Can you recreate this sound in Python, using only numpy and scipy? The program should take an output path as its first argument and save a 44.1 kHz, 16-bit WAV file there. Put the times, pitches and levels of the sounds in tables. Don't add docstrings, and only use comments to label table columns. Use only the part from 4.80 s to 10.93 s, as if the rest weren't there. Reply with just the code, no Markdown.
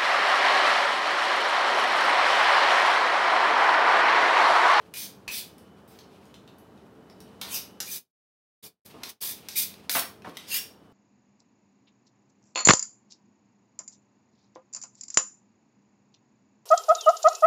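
import sys
import numpy as np
from scipy import signal
from scipy.fft import rfft, irfft
from scipy.io import wavfile
from scipy.ndimage import map_coordinates

SR = 44100
rng = np.random.default_rng(int(sys.argv[2]) if len(sys.argv) > 2 else 0)


def wrap_up_sound(samples):
    columns = np.atleast_2d(samples).T
    tamed = np.clip(columns, -1, 1)
    steps = np.round(tamed * 32767).astype(np.int16)
    wavfile.write(sys.argv[1], SR, steps)


N = 270137
TIME = np.arange(N) / SR

# start_s, seating_s, speeding_up_s, full_speed_s, level_db, rub_while_seating_db,
# easing_db_per_s, treble_against_rest_db (before the speed effect), holder_against_scrape_db
PULLS = [(.138, 0.013, 0.027, 0.057, -32, -7, 2, -1, -32.5),
         (.478, 0.022, .028, 0.062, -30, -14.5, 11, -2, -35),
         (1.077, 0.0017, 0.0042, .085, -55.5, 3, 84, -1, -18.5),
         (2.613, 0.063, 0.084, 0.0053, -26.5, -16, 51, -1, -24),
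         (3.004, 0.032, .1, 0.046, -33, -14, 32, 3, -24.5),
         (3.788, 0.0051, 0.024, 0.062, -41.5, -8.5, 50, -0.5, -22.5),
         (4.019, 0.0054, 0.018, .018, -46.5, -12, 51, 0.5, -17),
         (4.235, 0.048, 0.013, .005, -36, -9, 50, -3.5, -19),
         (4.405, 0.0038, 0.026, 0.083, -30.5, -4.5, 46, 3, -20),
         (4.686, 0.063, 0.025, 0.06, -23, -21.5, 95, 4.5, -53),
         (5.096, 0.035, 0.036, 0.03, -24, -5.5, 86.5, 4, -23),
         (5.571, 0.091, 0.1, 0.013, -26.5, -35, 58.5, 0.5, -23)]
# start_s, end_s, first_hz, last_hz, level_db
SQUEAK_GLIDES = [(0.138, 0.14, 2404, 2450, -46.5), (0.166, 0.2, 2376, 2436, -52),
                 (.476, 0.502, 2600, 2440, -33), (2.722, 2.77, 2520, 2873, -43.5),
                 (3.071, 3.094, 2394, 2400, -46.5), (3.112, 3.129, 6230, 6130, -38),
                 (4.755, 4.781, 2320, 2410, -40.5), (5.704, 5.777, 2576, 2986, -39),
                 (5.788, 5.808, 5520, 5440, -40)]
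# start_s, level_db (before the shared trim), treble_against_rest_db, main_ring_hz
STEEL_TAPS = [(.139, -37, 3.5, 2680), (.479, -31, -9, 2860), (0.482, -44, -7, 2520),
              (.782, -53.5, 10, 5030), (1.189, -48, -4, 5030), (1.455, -59.5, 0, 6260),
              (1.542, -49, -9, 3550), (1.677, -53, -9, 3600), (1.784, -57, 7, 12000),
              (1.977, -62, -26, 3700), (2.299, -54, -8, 5250), (2.404, -49, 5, 5400), (2.614, -31, 0, 3590),
              (3.003, -28, 4, 6280), (4.234, -35, -2.5, 3880), (4.686, -36.5, 5, 5630),
              (4.94, -53, -12, 4140), (5.095, -27, 0, 4780), (5.421, -57.5, -12, 2130),
              (5.495, -55, 1, 3870), (5.57, -38.5, -3, 3700)]
# start_s, level_db (before push strength and trim), contact_s, dull_above_hz
HOLDER_KNOCKS = [(2.616, -47.5, 0.13, 2560), (4.14, -49, 0.05, 490), (4.212, -53.5, 0.11, 1530),
                 (5.151, -26, 0.02, 3970), (5.168, -30.5, 0.021, 3500), (5.446, -40.5, 0.02, 1510),
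                 (5.471, -38.5, 0.017, 450)]
# pitch_hz, width_hz, level_db
BLADE_MODES = [(2456, 230, 0), (2990, 310, -7), (3660, 620, 3), (4670, 440, 1), (5100, 850, -3),
               (6000, 260, 0), (8430, 300, -6), (11500, 690, 3.5), (12700, 350, 2.5)]
# pitch_hz, width_hz, level_db
HOLDER_MODES = [(235, 50, -1.5), (290, 60, -2.5), (656, 27, -13), (740, 54, -14.5), (1020, 320, -10.5),
                (1180, 1100, 3.5), (1450, 100, -9), (1820, 220, 6), (2250, 160, -12)]
# pitch_hz, relative_level_db
GRIT_COLOUR = [(150, -39), (700, -24), (2000, -10.5), (2450, -17), (4000, -1.5), (5400, -1.5), (7200, -5.5),
               (8600, 0.5), (12000, -1), (15600, 2.5)]
# pitch_hz, relative_level_db
TAP_COLOUR = [(150, -17), (600, -9), (1900, -5.5), (2500, 0.5), (5500, -7), (7300, -12), (9000, -7.5),
              (15600, -11.5)]
# pitch_hz, relative_level_db
KNOCK_COLOUR = [(30, -43.5), (70, -15.5), (140, -9), (260, 1.5), (480, -3), (1100, 5), (2200, -6),
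                (4000, -6), (12000, -28)]
# start_s, length_s, level_db
FINGER_SHIFTS = [(0, 0.019, -60), (1.093, .4, -66), (2.391, 0.33, -66.5), (4.085, 0.97, -60),
                 (5.439, 0.33, -55.5)]
# pitch_hz, relative_level_db
AIR_COLOUR = [(25, -45.5), (48, -22.5), (72, -0.5), (130, 0), (210, 4.5), (400, -2), (800, -6.5),
              (1400, -12.5), (2300, -24.5), (3100, -25.5), (4500, -30.5), (8000, -35.5), (15500, -39.5)]
# time_s, level_db
FAN_LEVEL = [(0, -53.5), (2.2, -53), (2.7, -51), (3.2, -56), (5.4, -54.5), (6.1, -56)]
# pitch_hz, level_db (before the shared trim and the changes in fan level)
FAN_TONES = [(194, -63.5), (388, -67), (437, -65), (2990, -76)]
# fade_start_s, return_start_s
FADES = [(3.168, 3.825), (3.867, 4.048), (4.298, 4.405)]

FADE_DB_PER_S, RETURN_S = 332.5, 0.015
ROOM_T60_LOW_S, ROOM_T60_HIGH_S = 0.33, 0.24
TOP_HZ = 15750
GRIP_SPREAD_DB = 1.7
TREBLE_PER_DB = 0.56
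LEAVE_DB_PER_S = 650
SHIFT_ATTACK_S, SHIFT_RELEASE_S, STILL_GRIP_DB = 0.018, 0.072, -73


def stroke(seat_s, rise_s, hold_s, db, rub_db, ease_db_per_s, bright_db, holder_db,
           grains_per_s=11000, spread_db=3, grip_hz=260, ring_db=-6, size=16384):
    speed_db = edge_speed(np.arange(size) / SR, seat_s, rise_s, hold_s, rub_db, ease_db_per_s)
    hit = rng.random(size) < grains_per_s / SR
    strength_db = spread_db * np.minimum(rng.exponential(size=size), 4)
    grains = hit * rng.choice([-1, 1], size) * undb(strength_db)
    grains = grains * undb(GRIP_SPREAD_DB * walk(grip_hz, size))

    shift, slide = rng.standard_normal(2)
    playback_rate = 1 + .012 * shift + .03 * slide * np.linspace(-1, 1, size)
    blade = map_coordinates(steel(grains), [np.cumsum(playback_rate)], order=3)

    scrape = unit(unit(colour(grains, GRIT_COLOUR)) + undb(ring_db) * unit(blade))
    scrape = brighten(scrape, bright_db + TREBLE_PER_DB * speed_db)
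    holder = unit(ring(grains, HOLDER_MODES)) * undb(holder_db)
    return (scrape + holder) * undb(db + speed_db)


def edge_speed(t, seat_s, rise_s, hold_s, rub_db, ease_db_per_s):
    rise = np.sin(np.pi / 2 * np.clip((t - seat_s) / rise_s, 0, 1)) ** 2
    at_speed_s = np.maximum(t - seat_s - rise_s, 0)
    leaving_s = np.maximum(at_speed_s - hold_s, 0)
    slowing_db = ease_db_per_s * at_speed_s + LEAVE_DB_PER_S * leaving_s
    return 20 * np.log10(rise + (1 - rise) * undb(rub_db)) - slowing_db


def steel(x, lowest_hz=2100):
    highpass = signal.butter(4, lowest_hz, "high", fs=SR, output="sos")
    return signal.sosfilt(highpass, ring(x, BLADE_MODES))


def squeak(start, end, first_hz, last_hz, db, size=8192):
    n = int(np.clip(end - start, .01, .15) * SR)
    hz = np.linspace(first_hz, last_hz, n) + 110 * walk(900, size)[:n]
    tone = np.sin(2 * np.pi * np.cumsum(hz) / SR)
    return undb(db) * unit(tone * signal.windows.tukey(n, .5))


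def tap(db, bright_db, hz, contact_s=0.0047, ring_db=-8, main_db=-6, main_width_hz=900,
        gain_db=-9, size=4096):
    firm = np.interp(db, [-48, -35], [.5, 1])
    fading = np.exp(-np.arange(size) / SR / (contact_s * firm))
    push = colour(rng.standard_normal(size) * fading, TAP_COLOUR)
    blade = firm * undb(ring_db) * unit(steel(push))
    main = undb(main_db) * unit(ring(push, [(hz, main_width_hz, 0)]))
    return unit(brighten(unit(push) + blade + main, bright_db)) * undb(db + gain_db)


def knock(db, contact_s, dull_hz, ring_db=-3, gain_db=2, size=8192):
    push = rng.standard_normal(size) * np.exp(-np.arange(size) / SR / contact_s)
    x = unit(colour(push, KNOCK_COLOUR)) + undb(ring_db) * unit(ring(push, HOLDER_MODES))
    x = signal.lfilter(*signal.butter(2, dull_hz, fs=SR), x)
    return unit(x) * np.std(push) * undb(db + gain_db)


def handling(rough_db=3, bright_db=-8):
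    rub = rng.standard_normal(N) * undb(rough_db * walk(45, N))
    pressure = undb(STILL_GRIP_DB)
    for start_s, length_s, db in FINGER_SHIFTS:
        swell = np.clip((TIME - start_s) / SHIFT_ATTACK_S, 0, 1)
        release = np.exp(-np.maximum(TIME - start_s - length_s, 0) / SHIFT_RELEASE_S)
        pressure = np.maximum(pressure, undb(db) * swell * release)
    return unit(brighten(colour(rub, TAP_COLOUR), bright_db)) * pressure


def kitchen(x, size=6000):
    out, window = np.zeros(N), signal.windows.cosine(size)
    for i in range(0, N - size, size // 2):
        add(out, i / SR, signal.fftconvolve(x[i:i + size] * window, echoes()))
    return out


def echoes(first_echo_s=0.0013, build_s=0.0028, split_hz=5000, size=24000):
    t = np.arange(size) / SR
    noise = rng.standard_normal(size)
    low = signal.sosfiltfilt(signal.butter(1, split_hz, fs=SR, output="sos"), noise)
    low_tail = low * undb(-60 * t / ROOM_T60_LOW_S)
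    high_tail = (noise - low) * undb(-60 * t / ROOM_T60_HIGH_S)
    tail = (low_tail + high_tail) * np.clip((t - first_echo_s) / build_s, 0, 1)
    return tail / np.linalg.norm(tail)


def fan(waver_db=4, drift_hz=4, hum_db=-1):
    air = unit(colour(rng.standard_normal(N), AIR_COLOUR))
    hum = 0
    for hz, db in FAN_TONES:
        drift = drift_hz * np.sqrt(hz / FAN_TONES[0][0]) * walk(hz / 10, N)
        phase = 2 * np.pi * np.cumsum(hz + drift) / SR
        tone = unit(np.sin(phase) * undb(waver_db * walk(7.8, N)))
        hum = hum + undb(db + hum_db) * tone
    gain = undb(curve(FAN_LEVEL, TIME)[0])
    return gain * (air + hum / gain.mean())


def undb(db):
    return 10 ** (np.asarray(db) / 20)


def unit(x):
    return x / np.sqrt(np.mean(x ** 2) + 1e-20)


def curve(rows, t):
    s, *columns = np.transpose(rows)
    return [np.interp(t, np.sort(s), c) for c in columns]


def add(out, s, x):
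    i = max(int(s * SR), 0)
    out[i:i + len(x)] += x[:len(out) - i]


def walk(rate, n):
    return np.interp(np.arange(n) * rate / SR, np.arange(n), rng.standard_normal(n))


def colour(x, points, size=4096):
    hz, db = np.transpose(points)
    f = np.maximum(np.arange(size // 2 + 1) * SR / size, 1)
    outline_db = np.interp(np.log(f), np.log(hz), db)
    cepstrum = irfft(np.log(undb(outline_db)))
    cepstrum[1:size // 2] *= 2
    cepstrum[size // 2 + 1:] = 0
    return signal.fftconvolve(x, irfft(np.exp(rfft(cepstrum))))[:len(x)]


def ring(x, modes):
    out = 0
    for hz, width, db in modes:
        peak = signal.iirpeak(min(hz, SR / 2 - 1000), hz / width, SR)
        out = out + undb(db) * signal.lfilter(*peak, x)
    return out


def brighten(x, db, split_hz=7000):
    mids = signal.sosfiltfilt(signal.butter(2, split_hz, fs=SR, output="sos"), x)
    return mids * undb(-db / 2) + (x - mids) * undb(db / 2)


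def scene(far_direct_db=-5, near_direct_db=0.0, room_db=-3):
    knife = np.zeros(N)
    for start_s, *pull in PULLS:
        add(knife, start_s, stroke(*pull))
    for row in SQUEAK_GLIDES:
        add(knife, row[0], squeak(*row))
    for start_s, *blow in STEEL_TAPS:
        add(knife, start_s, tap(*blow))
    for start_s, *blow in HOLDER_KNOCKS:
        add(knife, start_s, knock(*blow))
    direct_db = np.interp(TIME, [2, 4.5], [far_direct_db, near_direct_db])
    direct = knife * undb(direct_db)
    room = undb(room_db) * kitchen(knife)
    return (direct + room + handling() + fan())[None]


def record(dry):
    gain = np.ones(N)
    for start_s, back_s in FADES:
        fading = undb(-FADE_DB_PER_S * np.clip(TIME - start_s, 0, 1))
        returning = np.clip((TIME - back_s) / RETURN_S, 0, 1)
        gain = gain * np.maximum(fading, returning)
    lowpass = signal.ellip(10, .2, 80, TOP_HZ, fs=SR, output="sos")
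    return signal.sosfilt(lowpass, dry * gain)


dry = scene()
out = record(dry)
wrap_up_sound(out)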